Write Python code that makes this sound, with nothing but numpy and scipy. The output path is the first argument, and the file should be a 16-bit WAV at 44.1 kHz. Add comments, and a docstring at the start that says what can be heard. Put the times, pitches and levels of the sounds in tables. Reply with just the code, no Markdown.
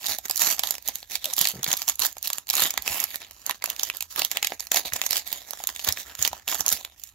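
"""A small room, with a stereo microphone close to two hands opening a foil pack of trading cards.
The foil is pulled open, peeled back and crumpled in short tugs: each sets off a crackle of tiny folds
that thickens to a rasp as the seam tears, and large creases buckle with sharp snaps.
Fingers bump the stiff stack of cards and squeak once on the film. Low room tone lies behind it all."""
import sys
import numpy as np
from scipy import signal
from scipy.fft import rfft, irfft, next_fast_len
from scipy.io import wavfile
from scipy.ndimage import uniform_filter1d

SR = 44100
rng = np.random.default_rng(int(sys.argv[2]) if len(sys.argv) > 2 else 0)


def file_out(sig):
    """Save sig as 16-bit WAV at sys.argv[1]."""
    # one column per channel
    cols = np.atleast_2d(sig).T
    # limit, then scale
    lim = np.clip(cols, -1, 1)
    pcm = np.round(lim * 32767).astype(np.int16)
    wavfile.write(sys.argv[1], SR, pcm)


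N = 314933

# Tugs and squeezes of the hands: start_s, length_s, level_db, swell_db (start to end), brightness_db
HAND_TUGS = [(0.005, 0.092, -23, 16, -3), (0.101, 0.098, -24.5, -24.5, -4),
             (0.259, 0.0073, -23.5, -14, -6.0), (0.313, 0.063, -26, 5, -1), (0.41, 0.11, -11.5, -0.5, -1.5),
             (0.59, 0.0057, -25.5, -14, -11), (0.639, 0.092, -21.0, -2.5, -6), (0.75, 0.066, -44, 6, -10),
             (0.856, 0.036, -28.5, 6.5, -5.5), (0.941, 0.052, -34, 3.5, 2), (1.114, 0.026, -18.5, 5, -4.0),
             (1.208, 0.11, -26.5, 13, -6.5), (1.382, 0.042, -14, 1.5, -0.5), (1.431, 0.079, -23.5, 6, 0.5),
             (1.546, 0.098, -34.5, -9, -9), (1.68, 0.054, -17.5, -9, -5), (1.789, 0.04, -24, 0.5, -2.0),
             (1.877, 0.021, -20.0, -1, -3.5), (2.017, 0.032, -13, 2.0, -4.5), (2.162, 0.023, -36.5, 2, -4),
             (2.25, 0.037, -22, -7, -0.0), (2.341, 0.064, -29.5, -16, -7), (2.54, 0.08, -13.5, 2.5, -2.0),
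             (2.617, 0.048, -12, -2, -5), (2.696, 0.16, -32, -3, -16.5), (2.861, 0.18, -17.5, -5.5, -4.5),
             (3.054, 0.099, -30, 8.5, -2.5), (3.214, 0.059, -30.0, -12.5, -14), (3.31, 0.24, -37, 6, -5),
             (3.465, 0.055, -28, 3, -18), (3.621, 0.025, -34, -1, -25), (3.694, 0.015, -22.5, 2.5, -11),
             (3.791, 0.089, -25.5, 4, -5), (3.945, 0.0073, -24, 6, -7.0), (4.022, 0.021, -37.5, -2, 2),
             (4.113, 0.017, -28, -2.5, 3.5), (4.183, 0.053, -15, -7.5, -9.5),
             (4.319, 0.0067, -22.5, -8, -6), (4.34, 0.019, -24, 13, -11.0),
             (4.429, 0.11, -27.5, -2.5, -9.0), (4.601, 0.028, -32, 5, -3), (4.738, 0.04, -12, 4.5, -5),
             (4.825, 0.047, -26.0, 13.5, -10), (4.922, 0.04, -21.5, 12, -9),
             (5.025, 0.035, -23.5, 10.5, -5.0), (5.1, 0.1, -19, -0.5, -4.5),
             (5.271, 0.14, -25.5, -13, -7.5), (5.441, 0.19, -33.5, 8, -5), (5.689, 0.027, -25.5, -9, -6),
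             (5.737, 0.12, -28.5, 15, -4.0), (5.868, 0.029, -16.5, 1, -9),
             (5.964, 0.087, -28.5, -10.5, -5.0), (6.072, 0.11, -32.5, -18, -9),
             (6.188, 0.073, -20.0, 7.5, -1.5), (6.318, 0.072, -29, -4, -11),
             (6.487, 0.067, -17.5, -1.0, -5.0), (6.589, 0.019, -20.5, -2, -1), (6.662, 0.015, -25, -5, -17),
             (6.731, 0.0083, -8, -10, -0.5), (6.781, 0.17, -38, -20, -9.0), (6.981, 0.1, -41.5, 6, 5.5)]
# Large creases buckling: start_s, energy_db, brightness_db (treble over bass), facet_hz
CREASE_SNAPS = [(0.0429, 4.5, -11, 4260.0), (0.064, 7.5, 8, 4140), (0.069, 8.5, 8, 3790.0),
                (0.1418, -5, 0, 4390.0), (0.1862, 7, 3, 754), (0.283, -7, 1, 7250), (0.2977, 9.5, -6, 4800),
                (0.3021, 6, -23, 5120.0), (0.3104, 12.5, -2, 5120.0), (0.3595, -2.5, 17, 13000),
                (0.3697, -2.5, 19, 10300), (0.3765, 0, 16, 10600), (0.395, 8.5, -1.0, 5060),
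                (0.4188, 19.5, -5.5, 11100), (0.594, 17, -6, 5080), (0.6358, 16, -8, 3450.0),
                (0.6726, 8, 4, 4200), (0.708, 11.5, 6.5, 13400), (0.7528, 2, -10, 5200),
                (0.7819, 0.5, -7, 5100), (0.8252, -14, 1, 11800), (0.8772, 5, 3, 5850),
                (0.8858, 11.5, -6, 12600), (0.891, 5, -13, 5930), (0.9562, 2.5, 2, 13600),
                (1.0287, -2, -11, 4430), (1.155, 12.5, 4.5, 4470), (1.2437, 10, 3, 4230),
                (1.2564, 11, 5.5, 3370), (1.3364, 4, 12, 5630), (1.366, -6, 24, 9700),
                (1.3902, 10, 4, 10900), (1.4129, 13, 15, 10740), (1.445, 7, 8, 4500),
                (1.4537, 19.5, -4.5, 1990), (1.4725, 15, 5, 4200), (1.487, 2, 14, 8000),
                (1.6313, 11.5, 1, 1390), (1.6432, 8, 16, 4340), (1.664, 9.5, -22, 4430),
                (1.682, 2, 2, 11670.0), (1.7159, 15.5, -3, 3340), (1.7295, 16.5, -5, 6770),
                (1.7384, 11.5, -15, 4320), (1.7694, -3, 10, 11500), (1.7737, 1.5, 12, 3500),
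                (1.8188, 10.5, -9.5, 5160), (1.88, 11.5, -2, 5500), (1.8874, 9, 9, 12100),
                (1.8969, 16, -4, 6700), (1.956, -10, 10, 7000), (1.9945, 9.5, -2, 13200),
                (2.001, 7.5, 1.0, 11280.0), (2.035, 8.5, -15, 13480.0), (2.051, 15, 2, 1530),
                (2.059, 3, 11, 13600), (2.0657, 6.5, 12, 10500), (2.1274, -14, 11, 13600),
                (2.1683, -1, -12.5, 1430), (2.183, -9.5, 6, 13500), (2.2276, -1.0, 8, 14000),
                (2.2737, 5, 5, 4240), (2.2779, 1, 6, 11800), (2.3021, 11, -1.0, 1190), (2.332, 9, 0, 14000),
                (2.3833, 7, -7.5, 10590.0), (2.4707, -8, 2, 4330), (2.4832, -3.0, 2, 970),
                (2.4905, 4.5, 6.0, 4350), (2.5005, 15, 8, 4150), (2.5076, 9.5, 0, 3250),
                (2.532, 10.0, -6.0, 13480.0), (2.5535, 8.5, 3, 6900), (2.5677, 5.5, 4, 12800),
                (2.603, 6, -2, 7160), (2.6372, 8, 18, 3800), (2.7063, 9, 11, 2410.0),
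                (2.7395, 6, -6.0, 1660), (2.777, 18, -8.0, 2000), (2.8221, -3, 3, 13800),
                (2.8777, 17.5, -9, 2770), (3.0018, 2, 13, 12500), (3.0401, 8.5, 4, 11600),
                (3.144, 4, -25, 1860), (3.1578, 5.5, -5, 13400), (3.3103, -7, -10, 12400),
                (3.4642, 0.5, 10, 12700), (3.4956, 15, -7.5, 1050), (3.504, 6, -25, 1940.0),
                (3.5101, 11.5, -1, 1920), (3.623, 4.5, -10, 2140), (3.6405, 15, -0.5, 1450),
                (3.6586, 7, 10, 2660), (3.6759, 1, -11, 720), (3.7014, 7, 10, 2550),
                (3.7638, -3.5, 8, 2900), (3.7959, 11, -3.5, 3200), (3.8334, 11.5, -1, 5900),
                (3.8997, 13.5, -14, 2650), (3.9697, -3.5, 6.5, 13200), (4.0078, 8.5, 2.5, 2640),
                (4.0248, 6, -6, 8500), (4.1609, 8.5, -13, 11800), (4.1941, 8, 17, 3130),
                (4.2195, 18, -11, 4440), (4.2491, 16, 7, 2130), (4.3148, 11.5, 2, 4160),
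                (4.3713, 19, -11.5, 1800), (4.4284, 18, -7, 2100), (4.4467, 18, -4, 1780),
                (4.471, 12.5, 0, 2380), (4.5208, 3.5, -43.5, 2050), (4.5976, 3.5, -11, 5560),
                (4.6053, 1.5, 3, 4650), (4.6697, -1, -4, 4230), (4.7177, 21.5, 0.5, 1340),
                (4.7445, 16, 2, 715), (4.7599, 16.5, -9, 5440), (4.7702, 16, -13.5, 2100),
                (4.9223, -2, -44, 1860), (4.9356, 7, 16, 1850), (5.0156, 17, -3, 2760),
                (5.0382, 6.5, -16, 2840), (5.065, 10.5, -6, 5560.0), (5.1085, 14, -4.0, 13300),
                (5.1214, 8.0, 2, 4430), (5.1305, 13.5, -5, 5350), (5.1576, 9, -12, 3450),
                (5.1686, 13, 6.0, 3570), (5.2757, -4, 2, 14000), (5.328, 8.5, 0, 14000),
                (5.508, 4, -5, 10750), (5.534, 6.5, -7, 1410), (5.6021, -4.5, -24, 710),
                (5.6385, 5.5, -10, 6730), (5.672, 8, 5, 13600), (5.6904, 8.5, -10, 830),
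                (5.762, 2.5, 3.0, 3530), (5.7943, 4, -4, 3020), (5.7993, 0.5, -2, 3470),
                (5.8468, 2.5, 22, 3080), (5.8759, 9.5, 2, 1570), (5.8883, 20, 5, 1890.0),
                (5.9241, 8.0, 4, 5430.0), (5.9728, 5.5, -18, 1790), (6.1521, -0.5, 2, 1410),
                (6.226, 13, 1.5, 6970), (6.25, 18.5, -4, 3090), (6.2765, 15.5, -5.5, 6240),
                (6.3307, 5.5, -20.5, 1010), (6.4787, 11.5, -1, 2770), (6.487, 9.5, -4.0, 1980.0),
                (6.5255, 10, -22, 860), (6.5456, 12.5, 2, 980), (6.6074, 14.5, -8.5, 5900),
                (6.6637, 11, 6, 6400), (6.681, 9.0, 9, 6070), (6.6899, 9.5, 5, 6740),
                (6.702, 8, -3, 5120.0), (6.7258, 14, 0.5, 11700), (6.849, 6, -5.5, 3730),
                (7.0369, -3, 3.5, 6600)]
# Fingers bumping the card stack: start_s, level_db, pitch_hz
FINGER_BUMPS = [(0.093, -45.5, 80), (1.408, -37.5, 143), (1.536, -34, 184), (1.556, -33, 163),
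                (1.571, -38, 134), (1.587, -33, 139), (1.678, -33.5, 153), (2, -52, 86), (2.619, -45, 70),
                (2.783, -44.5, 68), (2.901, -39.5, 75), (4.924, -41.5, 86), (5.883, -30.5, 84.5),
                (6.19, -39, 76), (6.303, -45, 69), (6.593, -43, 70.5), (6.599, -33.5, 270),
                (6.719, -43, 76.5)]
# Colour of the foil at the microphone's two ports: frequency_hz, left_db, right_db
PORT_COLOUR = [(64, -35.5, -28.5), (250, -19.5, -19), (422, -20.5, -20.5), (770, -9, -8.5),
               (1090, -18, -10.5), (1630, -21.5, -16), (1546, -15.5, -12), (3750, -7, -5), (5420, -12, -7),
               (7030, -8.5, 0), (7830, -15.5, -9), (9380, -16, -17.5), (10900, -12.5, -6),
               (12050, -13, -0.4), (16700, -23, -9)]
# Spectrum of the still room: frequency_hz, relative_db
ROOM_TONE = [(20, -37), (45, 11), (74, 14.5), (120, -1.5), (300, -9), (750, -26), (2000, -34), (14000, -39)]

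PANEL_TOP_HZ, CRACK_TOP_HZ = 1755, 4630   # the foil's registers: panel below, crack between, fizz above
RIPPLE_T60_S, SHIVER_T60_S = .004, .024   # quick and lingering vibration of the sheet
FACET_SAG = 0.034   # share by which a facet's pitch falls as it relaxes
FACET_LIFT_DB = 6   # a snap is stronger in the register where its facet rings
GRIP_DB_PER_S, RELAX_DB_PER_S = 805, 375   # the crackle rises before each tug and dies away after it
HOLD_DB, HOLD_BRIGHT_DB = -50, -8   # the film stirs faintly while it is only held


def foil_crackle(folds_per_s, crowding, size_db, rub_db, hiss_db, easing, level_db, crack_db, shift_db):
    """Tiny folds give way at random, more of them the harder the pull, over the rub of film on film."""
    panel_db, fizz_db = hand_tugs(waver_db=2.36, waver_hz=45)
    pull_db = (panel_db + fizz_db) / 2
    effort_db = pull_db - np.mean(pull_db)
    chance = folds_per_s * from_db(crowding * effort_db) / SR
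    gives_way = rng.random(N) < chance
    sizes = from_db(size_db * np.minimum(rng.exponential(1, N), 3.6))
    folds = buckling_facets(np.geomspace(900, 14000, num=40), ring_db=-2, shiver_db=-3, cycles=140)
    which = rng.integers(0, len(folds), N)
    crackle = np.zeros((2, N + SR))
    for i in np.flatnonzero(gives_way):
        crackle[:, i:i + folds.shape[-1]] += sizes[i] * folds[which[i]]
    # under a light pull the film mostly slides; under a hard one it folds and tears
    slide = np.array([coloured(side, (8000, 12000), (0, hiss_db)) for side in rng.standard_normal((2, N))])
    crackle = crackle[:, :N] + from_db(rub_db - easing * effort_db) * np.sqrt(chance) * slide
    # the pull sets the power, however it is shared among the folds
    power = uniform_filter1d(np.mean(crackle ** 2, axis=0), size=1500)
    crackle = crackle / np.sqrt(power + 1e-12)
    crackle = low_cut(crackle, hz=179)   # folds this small radiate little bass
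    # the colour shifts as the folding travels over the sheet
    gains = [from_db(db + shift_db * drift(35)) for db in (panel_db, pull_db + crack_db, fizz_db)]
    return from_db(level_db) * sum(part * gain for part, gain in zip(registers(crackle), gains))


def hand_tugs(waver_db, waver_hz):
    """Panel and fizz levels in dB: unsteady fingers take hold, pull harder or slacken, and let go."""
    t = np.arange(0, N, 40) / SR
    start_s, length_s, level_db, swell_db, bright_db = np.transpose(HAND_TUGS)[:, :, None]
    since_s = t - start_s
    db = level_db + swell_db * (np.clip(since_s / length_s, 0, 1) - .5)
    db -= GRIP_DB_PER_S * np.maximum(-since_s, 0) + RELAX_DB_PER_S * np.maximum(since_s - length_s, 0)
    waver = waver_db * drift(waver_hz)
    levels = []
    for tilt in (-.5, .5):
        pulled = np.sum(from_db(db + tilt * bright_db) ** 2, axis=0)
        held = from_db(HOLD_DB + tilt * HOLD_BRIGHT_DB) ** 2
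        levels.append(np.interp(np.arange(N) / SR, t, 10 * np.log10(pulled + held)) + waver)
    return levels


def crease_snaps(level_db, panel_db, crack_db, pan_db, scatter_db, slip_db, slip_s, slips):
    """Each large crease buckles with one sharp pulse amid a few faint slips of the same crease."""
    start_s, energy_db, bright_db, facet_hz = np.transpose(CREASE_SNAPS)
    pulses = buckling_facets(facet_hz, ring_db=-0.5, shiver_db=-7, cycles=4.5)
    edges_hz = [0, PANEL_TOP_HZ, CRACK_TOP_HZ, SR / 2]
    colours_db = (panel_db - bright_db / 2, crack_db, bright_db / 2)
    snaps = 0
    for part, low, high, colour_db in zip(registers(pulses), edges_hz, edges_hz[1:], colours_db):
        db = energy_db + colour_db + FACET_LIFT_DB * ((facet_hz > low) & (facet_hz <= high))
        band_share = (high - low) / (SR / 2)
        snaps = snaps + unit_energy(part) * np.sqrt(band_share) * from_db(db)[:, None, None]
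    balance_db = rng.normal(pan_db, scatter_db, (len(start_s), 1))
    sides = np.sqrt(2) * unit_energy(from_db(balance_db * [.5, -.5]))
    offsets_s = rng.uniform(-slip_s, slip_s, (len(start_s), slips))
    out = np.zeros((2, N + SR))
    for at_s, snap, offsets in zip(start_s, snaps * sides[:, :, None], offsets_s):
        for offset, db in zip([0, *offsets], [0] + [slip_db] * slips):
            start = max(round((at_s + offset) * SR), 0)
            out[:, start:start + snap.shape[1]] += from_db(db) * snap
    return from_db(level_db) * low_cut(out[:, :N] + 1e-18, hz=110)


def buckling_facets(facet_hz, ring_db, shiver_db, cycles, ripple_db=5.5):
    """Stereo pulses of unit energy: a facet flips, rings briefly and sends ripples through the sheet."""
    t = np.arange(SR // 40) / SR
    facet_hz = facet_hz[:, None, None]
    flip = np.zeros((len(facet_hz), 2, len(t)))
    flip[:, :, 0] = rng.choice([-1, 1], (len(flip), 1))
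    # the sheet radiates from all over, so each port hears its own phase and its own ripples
    phase = rng.uniform(0, 2 * np.pi, (len(flip), 2, 1))
    ring_t60_s = np.minimum(RIPPLE_T60_S + cycles / facet_hz, SHIVER_T60_S / 2)
    hz = facet_hz * (1 + FACET_SAG * (np.exp(-10 * t / ring_t60_s) - .5))
    tone = np.sin(2 * np.pi * np.cumsum(hz, axis=-1) / SR + phase)
    ring = from_db(ring_db) * dying(tone, ring_t60_s)
    ripple = from_db(ripple_db) * dying(rng.standard_normal(flip.shape), RIPPLE_T60_S)
    shiver = from_db(shiver_db) * dying(rng.standard_normal(flip.shape), SHIVER_T60_S)
    return unit_energy(flip + ring + ripple + shiver)


def finger_bumps(cycles, rise_s, rub_db, rub_top_ratio):
    """A soft fingertip shoves the stack of cards: a few damped swings under the rough rub of the skin."""
    t = np.arange(SR // 5) / SR
    attack = 1 - np.exp(-t / rise_s)
    out = np.zeros(N + SR)
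    for start_s, level_db, hz in FINGER_BUMPS:
        band = signal.butter(2, [hz / 2, hz * rub_top_ratio], "band", fs=SR, output="sos")
        rub = np.sqrt(len(t)) * unit_energy(signal.sosfilt(band, rng.standard_normal(len(t))))
        bump = np.sin(2 * np.pi * hz * t) + from_db(rub_db) * rub
        start = round(start_s * SR)
        out[start:start + len(t)] += from_db(level_db - 60 * t * hz / cycles) * attack * bump
    return out[:N]


def thumb_squeak(start_s, length_s, from_hz, to_hz, level_db, overtone_db):
    """A thumb sticks and slips on the film, falling in pitch as it slows."""
    along = np.clip((np.arange(N) / SR - start_s) / length_s, 0, 1)
    hz = (from_hz + (to_hz - from_hz) * np.sqrt(along)) * (1 + 0.046 * drift(330))
    phase = 2 * np.pi * np.cumsum(hz) / SR
    grip = np.minimum(along * 10, 1) * np.sqrt(1 - along) * from_db(2.5 * drift(150))
    return from_db(level_db) * grip * (np.sin(phase) + from_db(overtone_db) * np.sin(2 * phase))


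def hand_reflection(x, delay_s, sway, sway_hz, bounce_db):
    """A reflection off the moving hands, a few centimetres away, sweeps notches through the crackle."""
    n, bounce = np.arange(N), from_db(bounce_db)
    echo = np.array([np.interp(n - SR * delay_s * np.exp(sway * drift(sway_hz)), n, side) for side in x])
    return (x + bounce * echo) / np.sqrt(1 + bounce ** 2)


def stereo_microphone(x, merge_hz, lag_samples):
    """Long waves reach both ports alike; each port has its colour, and the right hears slightly later."""
    mid, side = (x[0] + x[1]) / 2, (x[0] - x[1]) / 2
    hz = np.arange(N // 2 + 1) * SR / N
    side = irfft(rfft(side) * np.sqrt((hz + 1) / (hz + 1 + merge_hz)), N)
    points_hz, left_db, right_db = np.transpose(PORT_COLOUR)
    left = coloured(mid + side, points_hz, left_db)
    right = coloured(mid - side, points_hz, right_db)
    return np.array([left, np.pad(right, (lag_samples, 0))[:N]])


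def small_room(x, early_db, early_t60_s, tail_db, tail_t60_s, dull_hz):
    """Quick scatter off hands, boxes and desk, then the short, duller tail of the room."""
    t = np.arange(SR // 2) / SR
    arrived = t > .002
    early = dying(rng.standard_normal((2, len(t))) ** 3 * arrived, early_t60_s)
    tail = dying(rng.standard_normal((2, len(t))) * arrived, tail_t60_s)
    tail = signal.lfilter(*signal.butter(1, dull_hz, fs=SR), tail)
    return x + signal.fftconvolve(x, from_db(early_db) * early + from_db(tail_db) * tail, axes=1)[:, :N]


def room_tone(level_db, side_db):
    """Low rumble and faint hiss of the still room, nearly alike on both sides."""
    air = np.array([coloured(white, *np.transpose(ROOM_TONE)) for white in rng.standard_normal((2, N))])
    mid, side = np.sqrt(N) * unit_energy(air)
    return from_db(level_db) * (mid + from_db(side_db) * side * [[1], [-1]])


def from_db(db):
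    """Decibels to gain."""
    return 10 ** (np.asarray(db) / 20)


def unit_energy(x):
    """Scale each row to an energy of one."""
    return x / np.sqrt(np.sum(x ** 2, axis=-1, keepdims=True) + 1e-20)


def dying(x, t60_s):
    """Fade each row by 60 dB every `t60_s` and scale it to unit energy."""
    t = np.arange(x.shape[-1]) / SR
    return unit_energy(x * from_db(-60 * t / t60_s))


def drift(rate_hz):
    """A random wander that glides to a new value `rate_hz` times a second."""
    knots = rng.standard_normal(N // 20)
    return np.interp(np.arange(N) * rate_hz / SR, np.arange(len(knots)), knots)


def low_cut(x, hz, order=1):
    """Roll off the bass below `hz`."""
    return signal.sosfilt(signal.butter(order, hz, "high", fs=SR, output="sos"), x)


def coloured(x, hz, db):
    """Causal (minimum-phase) filter with the given response."""
    size = 2 * next_fast_len(N)
    bins_hz = np.arange(size // 2 + 1) * SR / size
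    gain = from_db(np.interp(np.log(bins_hz + 1), np.log(hz), db))
    cepstrum = irfft(np.log(gain))
    cepstrum[1:size // 2] *= 2
    cepstrum[size // 2 + 1:] = 0
    return irfft(rfft(x, size) * np.exp(rfft(cepstrum)))[:N]


def registers(x):
    """Split the foil's sound into panel (low), crack (middle) and fizz (high)."""
    parts = []
    for first, second in (("low", "low"), ("high", "low"), ("high", "high")):
        lower = signal.butter(2, PANEL_TOP_HZ, first, fs=SR, output="sos")
        upper = signal.butter(2, CRACK_TOP_HZ, second, fs=SR, output="sos")
        parts.append(signal.sosfilt(np.vstack([lower, upper] * 2), x + 1e-18))
    return parts


def scene():
    """Foil and fingers close to the microphone, the small room behind them."""
    crackle = foil_crackle(folds_per_s=900, crowding=.25, size_db=5, rub_db=2.5, hiss_db=0.5,
                           easing=0.12, level_db=-0.17, crack_db=0.8, shift_db=1.26)
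    crackle = hand_reflection(crackle, delay_s=0.0001707, sway=0.44, sway_hz=8, bounce_db=-8.5)
    crackle = hand_reflection(crackle, delay_s=0.000547, sway=.3, sway_hz=6, bounce_db=-6)
    snaps = crease_snaps(level_db=-0.87, panel_db=-1.5, crack_db=-4, pan_db=-0.7, scatter_db=1.5,
                         slip_db=-14.5, slip_s=.0025, slips=4)
    foil = small_room(crackle + snaps, early_db=-22.5, early_t60_s=0.045,
                      tail_db=-10.5, tail_t60_s=0.099, dull_hz=8400)
    foil = stereo_microphone(foil, merge_hz=2520, lag_samples=2)
    squeak = thumb_squeak(start_s=1.254, length_s=.055, from_hz=670, to_hz=506,
                          level_db=-41, overtone_db=-23)
    bumps = finger_bumps(cycles=11.4, rise_s=0.0011, rub_db=-4, rub_top_ratio=2.7)
    return foil + bumps + squeak + room_tone(level_db=-64, side_db=-9.5)


def record(dry):
    """The recorder sheds the deepest rumble, rounds the sharpest peaks and cuts the top."""
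    rounded = 0.81 * np.tanh(low_cut(dry, hz=32, order=3) / 0.85)
    top_cut = signal.ellip(10, .2, 90, 15700, fs=SR, output="sos")
    return signal.sosfilt(top_cut, rounded)


dry = scene()
out = record(dry)
file_out(out)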